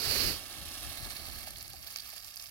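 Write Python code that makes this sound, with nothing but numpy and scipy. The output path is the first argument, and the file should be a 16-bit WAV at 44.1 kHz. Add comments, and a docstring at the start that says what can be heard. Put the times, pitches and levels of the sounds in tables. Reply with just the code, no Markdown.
"""Grass at night: a bucket of water is poured out to the right of a handheld camera with two shadowed ports.
The first gush is smooth noise. The stream after it is hissing noise, low drumming and short noise bursts;
it thins and breaks into ever more separate splats, answered once by the ground.
Wind, low-passed noise with its own level curve on each port, buffets the two apart."""
import sys
import numpy as np
from scipy import signal
from scipy.fft import rfft, irfft, next_fast_len
from scipy.io import wavfile
from scipy.ndimage import map_coordinates

SR = 44100
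rng = np.random.default_rng(int(sys.argv[2]) if len(sys.argv) > 2 else 0)


def gain_from_db(level_db):
    """Turn a decibel level (scalar or array-like) into a linear amplitude factor."""
    decades = np.asarray(level_db, float) / 20
    return 10 ** decades


def bounce(signal):
    """Save signal as a 16-bit WAV file at the path given by the first command-line argument."""
    frames = np.transpose(np.atleast_2d(signal))
    limited = np.clip(frames, -1, 1)
    pcm = np.round(limited * 32767).astype(np.int16)
    wavfile.write(sys.argv[1], SR, pcm)


N = 110250


def unit(x):
    """Scale to rms 1."""
    return x / np.sqrt(np.mean(x ** 2) + 1e-20)


def along(points, hz):
    """Interpolate (Hz, value) points on a log frequency axis."""
    point_hz, value = np.transpose(points)
    return np.interp(np.log(hz + 1), np.log(point_hz + 1), value)


def curve(rows):
    """Interpolate (s, value) rows to one value per sample."""
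    return np.interp(np.arange(N) / SR, *np.transpose(rows))


def wobble(rate_hz):
    """Smooth random curve through rate_hz normal knots a second."""
    return map_coordinates(rng.standard_normal(N // 100), [np.arange(N) * rate_hz / SR])


def noise_pair():
    """Two independent white noises."""
    return rng.standard_normal((2, N))


def filtered(x, response):
    """Apply a complex response of frequency."""
    m = next_fast_len(N + 8192)
    return irfft(rfft(x, m) * response(np.fft.rfftfreq(m, 1 / SR)), m)[..., :N]


# Likeness of the two ports. Each row: frequency in Hz, correlation 0 to 1.
PORT_LIKENESS = [(300, 1), (1000, 1), (3000, 0.52), (12000, 0.26)]


def ports(pair, left, right, lead_s):
    """Mix a pair to the likeness of the ports, colour each port, advance the left; water has no bass."""
    bottom_hz = 190

    def mid_side(hz):
        angle = np.arccos(np.clip(along(PORT_LIKENESS, hz), 0, 1)) / 2
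        return np.array([np.cos(angle), np.sin(angle)])

    def colour(hz):
        lead = lead_s * (hz + 500) / (hz + 3000)  # nears lead_s in the treble, a sixth of it in the bass
        left_port = gain_from_db(along(left, hz)) * np.exp(2j * np.pi * hz * lead)
        right_port = gain_from_db(along(right, hz)) + 0j
        return np.array([left_port, right_port]) / (1 + (bottom_hz / (hz + 1)) ** 4)

    mid, side = filtered(pair, mid_side)
    return filtered(np.array([mid + side, mid - side]), colour)


def place(rows, s):
    """Sum rows of samples (2, events, length) at times s."""
    at = (np.round(s * SR).astype(int)[:, None] + np.arange(rows.shape[2])).ravel()
    return np.array([np.bincount(at, r.ravel(), N + 2048)[:N] for r in rows])


def splats(s, db, hz, life_s, width):
    """Short noise bursts: broad band about hz over a treble floor, quick rise, short death, longer if low."""
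    rise_s = 0.00042
    t, f = np.arange(1024) / SR, np.fft.rfftfreq(1024, 1 / SR)
    centre = hz[:, None]
    band = np.exp(-.5 * ((f - centre) / (width * centre)) ** 2) + 0.27 * f / (f + 2500)
    white = rng.standard_normal((2, len(s), 1024))
    noise = irfft(rfft(white) * band)
    age = t / (life_s * (1 + 900 / hz))[:, None]
    shape = (1 - np.exp(-t / rise_s)) * np.exp(-age * age)
    # each burst gets its expected energy, whatever its noise draw
    expected = np.mean(band ** 2, 1) * np.mean(shape ** 2, 1)
    size = np.sqrt(expected / np.mean((noise * shape) ** 2, (0, 2)))
    return place(noise * shape * (gain_from_db(db) * size)[:, None], s)


DRUM_TOP_HZ = 1050  # the drum lies below, the sheet above


def sheet(flow_db, lumps_db):
    """Hissing sheet of water: high-passed noise whose level exaggerates the flow."""
    hiss = filtered(noise_pair(), lambda hz: hz / (hz + DRUM_TOP_HZ))
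    return hiss * gain_from_db(-0.5 + 1.69 * flow_db + lumps_db)


def drum(flow_db, t):
    """Drumming on the turf: lumpy low-passed noise following the flow, then fading."""
    fade_start_s, fade_db_per_s = 1.274, 17
    low = filtered(noise_pair(), lambda hz: 1 / (1 + (hz / DRUM_TOP_HZ) ** 4))
    fade_db = fade_db_per_s * np.clip(t - fade_start_s, 0, None)
    return unit(low) * gain_from_db(-14.5 + flow_db - fade_db + 2.2 * wobble(55.01))


def small_splats(flow_db, lumps_db, count):
    """Random splats, more unequal as the stream breaks up, with the flow setting their level."""
    u = rng.random((count, 4))
    s = u[:, 0] * N / SR
    spread_db = 2 + 0.55 * s  # half the range of levels
    hz = 2600 + 13000 * u[:, 2]
    life_s = 0.0008 * 4 ** (u[:, 3] - .5)
    small = splats(s, spread_db * 2 * u[:, 1], hz, life_s, width=0.23)
    return unit(small) * gain_from_db(flow_db - 3 + 1.07 * lumps_db)


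# Splats that stand out. Each row: start in seconds, gain in dB before the stream gain and port colours,
# centre in Hz, life in seconds before low splats are stretched.
LOUD_SPLATS = [(1.474, 13, 630, 0.0027), (1.65, 3, 690, 0.0055), (1.735, 8, 690, .008),
               (1.5054, 12.5, 9600, 0.0044), (1.558, 12, 3600, 0.0027), (1.583, 14, 9000, 0.0026),
               (1.626, 15, 10500, 0.0028), (1.6801, 18, 8400, 0.0013), (1.7332, 6, 9600, 0.0035),
               (1.9597, 20, 1830, 0.0014), (1.9598, 25.5, 6100, 0.0017), (1.9702, 17.5, 12500, .002),
               (1.9744, 13, 4800, 0.0028), (1.985, 15, 5100, .002), (1.9957, 9.5, 4730, 0.0091),
               (2.0026, 13, 9100, 0.0026), (2.13, 4, 690, 0.0051), (2.245, 12.5, 7760, 0.0031),
               (2.3398, 5, 7000, 0.007), (2.3588, 17, 11600, 0.0017), (2.3683, 14.5, 5470, 0.0018),
               (2.3728, 15.5, 8050, 0.0026), (2.3965, 11.5, 4760, 0.0044), (2.423, 12.5, 8200, 0.0047),
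               (2.4705, 6.5, 9800, 0.0058)]


def loud_splats():
    """The loudest splats, one burst a row."""
    return splats(*np.transpose(LOUD_SPLATS), width=0.28)


def ground_echo(water):
    """One dull, phase-turned echo off the ground."""
    delay_s, share, top_hz, turn_rad = .002, .62, 3000, 2.7

    def response(hz):
        return 1 + share * np.exp(1j * turn_rad - 2j * np.pi * hz * delay_s) / (1 + (hz / top_hz) ** 2)

    return filtered(water, response)


def holder_echo(pair):
    """Echo off the holder's body into the left port."""
    delay_s, share = .00072, .4
    return filtered(pair, lambda hz: np.array([1 + share * np.exp(-2j * np.pi * hz * delay_s), 1 + 0j * hz]))


# Colour of the stream at the left port, and at the right port after and before the turn.
# Each row: frequency in Hz, gain in dB; the right port's frequencies after the turn are scaled as it goes on.
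STREAM_LEFT_COLOUR = [(500, -25.5), (1000, -27.5), (2500, -27), (4200, -27.5), (7600, -34), (11000, -26.5),
                      (15600, -32)]
STREAM_RIGHT_COLOUR = [ (300, -18.5), (700, -18.5), (1500, -20), (2300, -16.5), (2800, -19.5),
                       (3800, -20.5), (4400, -12), (5000, -19), (6400, -24.5), (7500, -30.5), (9800, -24),
                       (11400, -20.5), (13000, -24), (14800, -29)]
STREAM_RIGHT_COLOUR_BEFORE = [(700, -19.5), (2400, -19), (3400, -16.5), (5100, -18), (7500, -29.5),
                              (8600, -26.5), (11000, -21.5), (13000, -24.5), (14600, -33)]


def turning_camera(water, t):
    """The camera turns: crossfade to a new right colour and left lead, then slide that colour up."""
    turn_s, turn_length_s = 0.95, 0.12
    before = ports(water, STREAM_LEFT_COLOUR, STREAM_RIGHT_COLOUR_BEFORE, lead_s=0.00014)
    slid = 4 * np.sqrt(np.clip((t - turn_s) / (t[-1] - turn_s), 0, 1))
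    after = 0
    for i, factor in enumerate(np.linspace(0.92, 1.095, 5)):
        right = np.multiply(STREAM_RIGHT_COLOUR, [factor, 1])
        share = np.clip(1 - abs(slid - i), 0, 1)
        after = after + share * ports(water, STREAM_LEFT_COLOUR, right, lead_s=0.000301)
    turned = np.clip((t - turn_s) / turn_length_s + .5, 0, 1)
    return (1 - turned) * before + turned * after


# Flow of the stream. Each row: time in seconds, flow in dB.
STREAM_FLOW = [(.38, 3.5), (.45, 1.5), (.9, 3), (1.15, 2.5), (1.4, 2), (1.6, -1.5), (1.76, -2), (1.9, -0.5),
               (2.12, -1), (2.5, -3.5)]


def stream(count):
    """Flow drives sheet, drum and small splats; loud splats join, then ground, camera and holder."""
    gain_db, lumps_grow_per_s = -21.5, 0.68
    t = np.arange(N) / SR
    flow_db = curve(STREAM_FLOW)
    lumps_db = (0.31 * wobble(42.06) + 0.79 * wobble(90)) * (1 + lumps_grow_per_s * t)
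    water = sheet(flow_db, lumps_db) + drum(flow_db, t)
    water = water + small_splats(flow_db, lumps_db, count) + loud_splats()
    return gain_from_db(gain_db) * holder_echo(turning_camera(ground_echo(water), t))


# The first gush. Each row: time in seconds, level in dB.
GUSH_LEVEL = [(0, -34.5), (.08, -30.5), (.17, -28), (.3, -30.5), (.34, -37), (.38, -46.5), (.46, -86)]
# Its colour at each port. Each row: frequency in Hz, relative gain in dB.
GUSH_LEFT_COLOUR = [(300, -9.5), (1100, -24.5), (4500, -22), (5450, -44), (6300, -19), (6950, -41),
                    (7400, -22.5), (11400, -20), (15600, -15)]
GUSH_RIGHT_COLOUR = [ (450, -6.5), (850, -16.5), (2900, -6.5), (3450, -13), (4500, 4), (5500, -6),
                     (6600, -13.5), (8800, -19.5), (10500, -11), (11700, -8.5), (14000, -16.5),
                     (15200, -19)]


def gush():
    """Dense, smooth rush: coloured noise with a slight flutter."""
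    noise = noise_pair() * gain_from_db(0.73 * wobble(66.0))
    rush = ports(noise, GUSH_LEFT_COLOUR, GUSH_RIGHT_COLOUR, lead_s=0.000305)
    return gain_from_db(curve(GUSH_LEVEL)) * unit(rush)


# Wind on each port. Each row: time in seconds, gain in dB.
WIND_LEFT_GAIN = [(0, -55), (.08, -31), (.15, -38.5), (.28, -26), (.45, -57.5), (.62, -42), (.76, -49.5),
                  (.87, -37.5), (.96, -51), (1.03, -34.5), (1.16, -54), (1.75, -45.5), (1.88, -56),
                  (2.5, -60.5)]
WIND_RIGHT_GAIN = [ (0, -46), (.5, -53), (1, -54), (1.3, -39), (1.6, -52), (1.88, -59), (2.5, -60)]
# Wind spectrum. Each row: frequency in Hz, relative gain in dB.
WIND_COLOUR = [(15, -10), (75, -6.5), (200, -25), (1000, -105)]


def wind():
    """Lumpy low buffeting: noise and levels independent between the ports."""
    noise = filtered(noise_pair(), lambda hz: gain_from_db(along(WIND_COLOUR, hz)))
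    gain_db = np.array([curve(rows) + 0.25 * wobble(9.6) for rows in (WIND_LEFT_GAIN, WIND_RIGHT_GAIN)])
    return unit(noise) * gain_from_db(gain_db)


def scene():
    """Sum of stream, gush and wind."""
    return stream(count=2200) + gush() + wind()


def roll_off(x):
    """The treble ends steeply here."""
    return signal.sosfilt(signal.butter(12, 16640, fs=SR, output="sos"), x)


def record(dry):
    """Band limit: gentle low cut at 40 Hz, sharp top at 15950 Hz."""
    mix = filtered(dry, lambda hz: (hz < 15950) * hz / (hz + 40))
    return roll_off(mix)


dry = scene()
out = record(dry)
bounce(out)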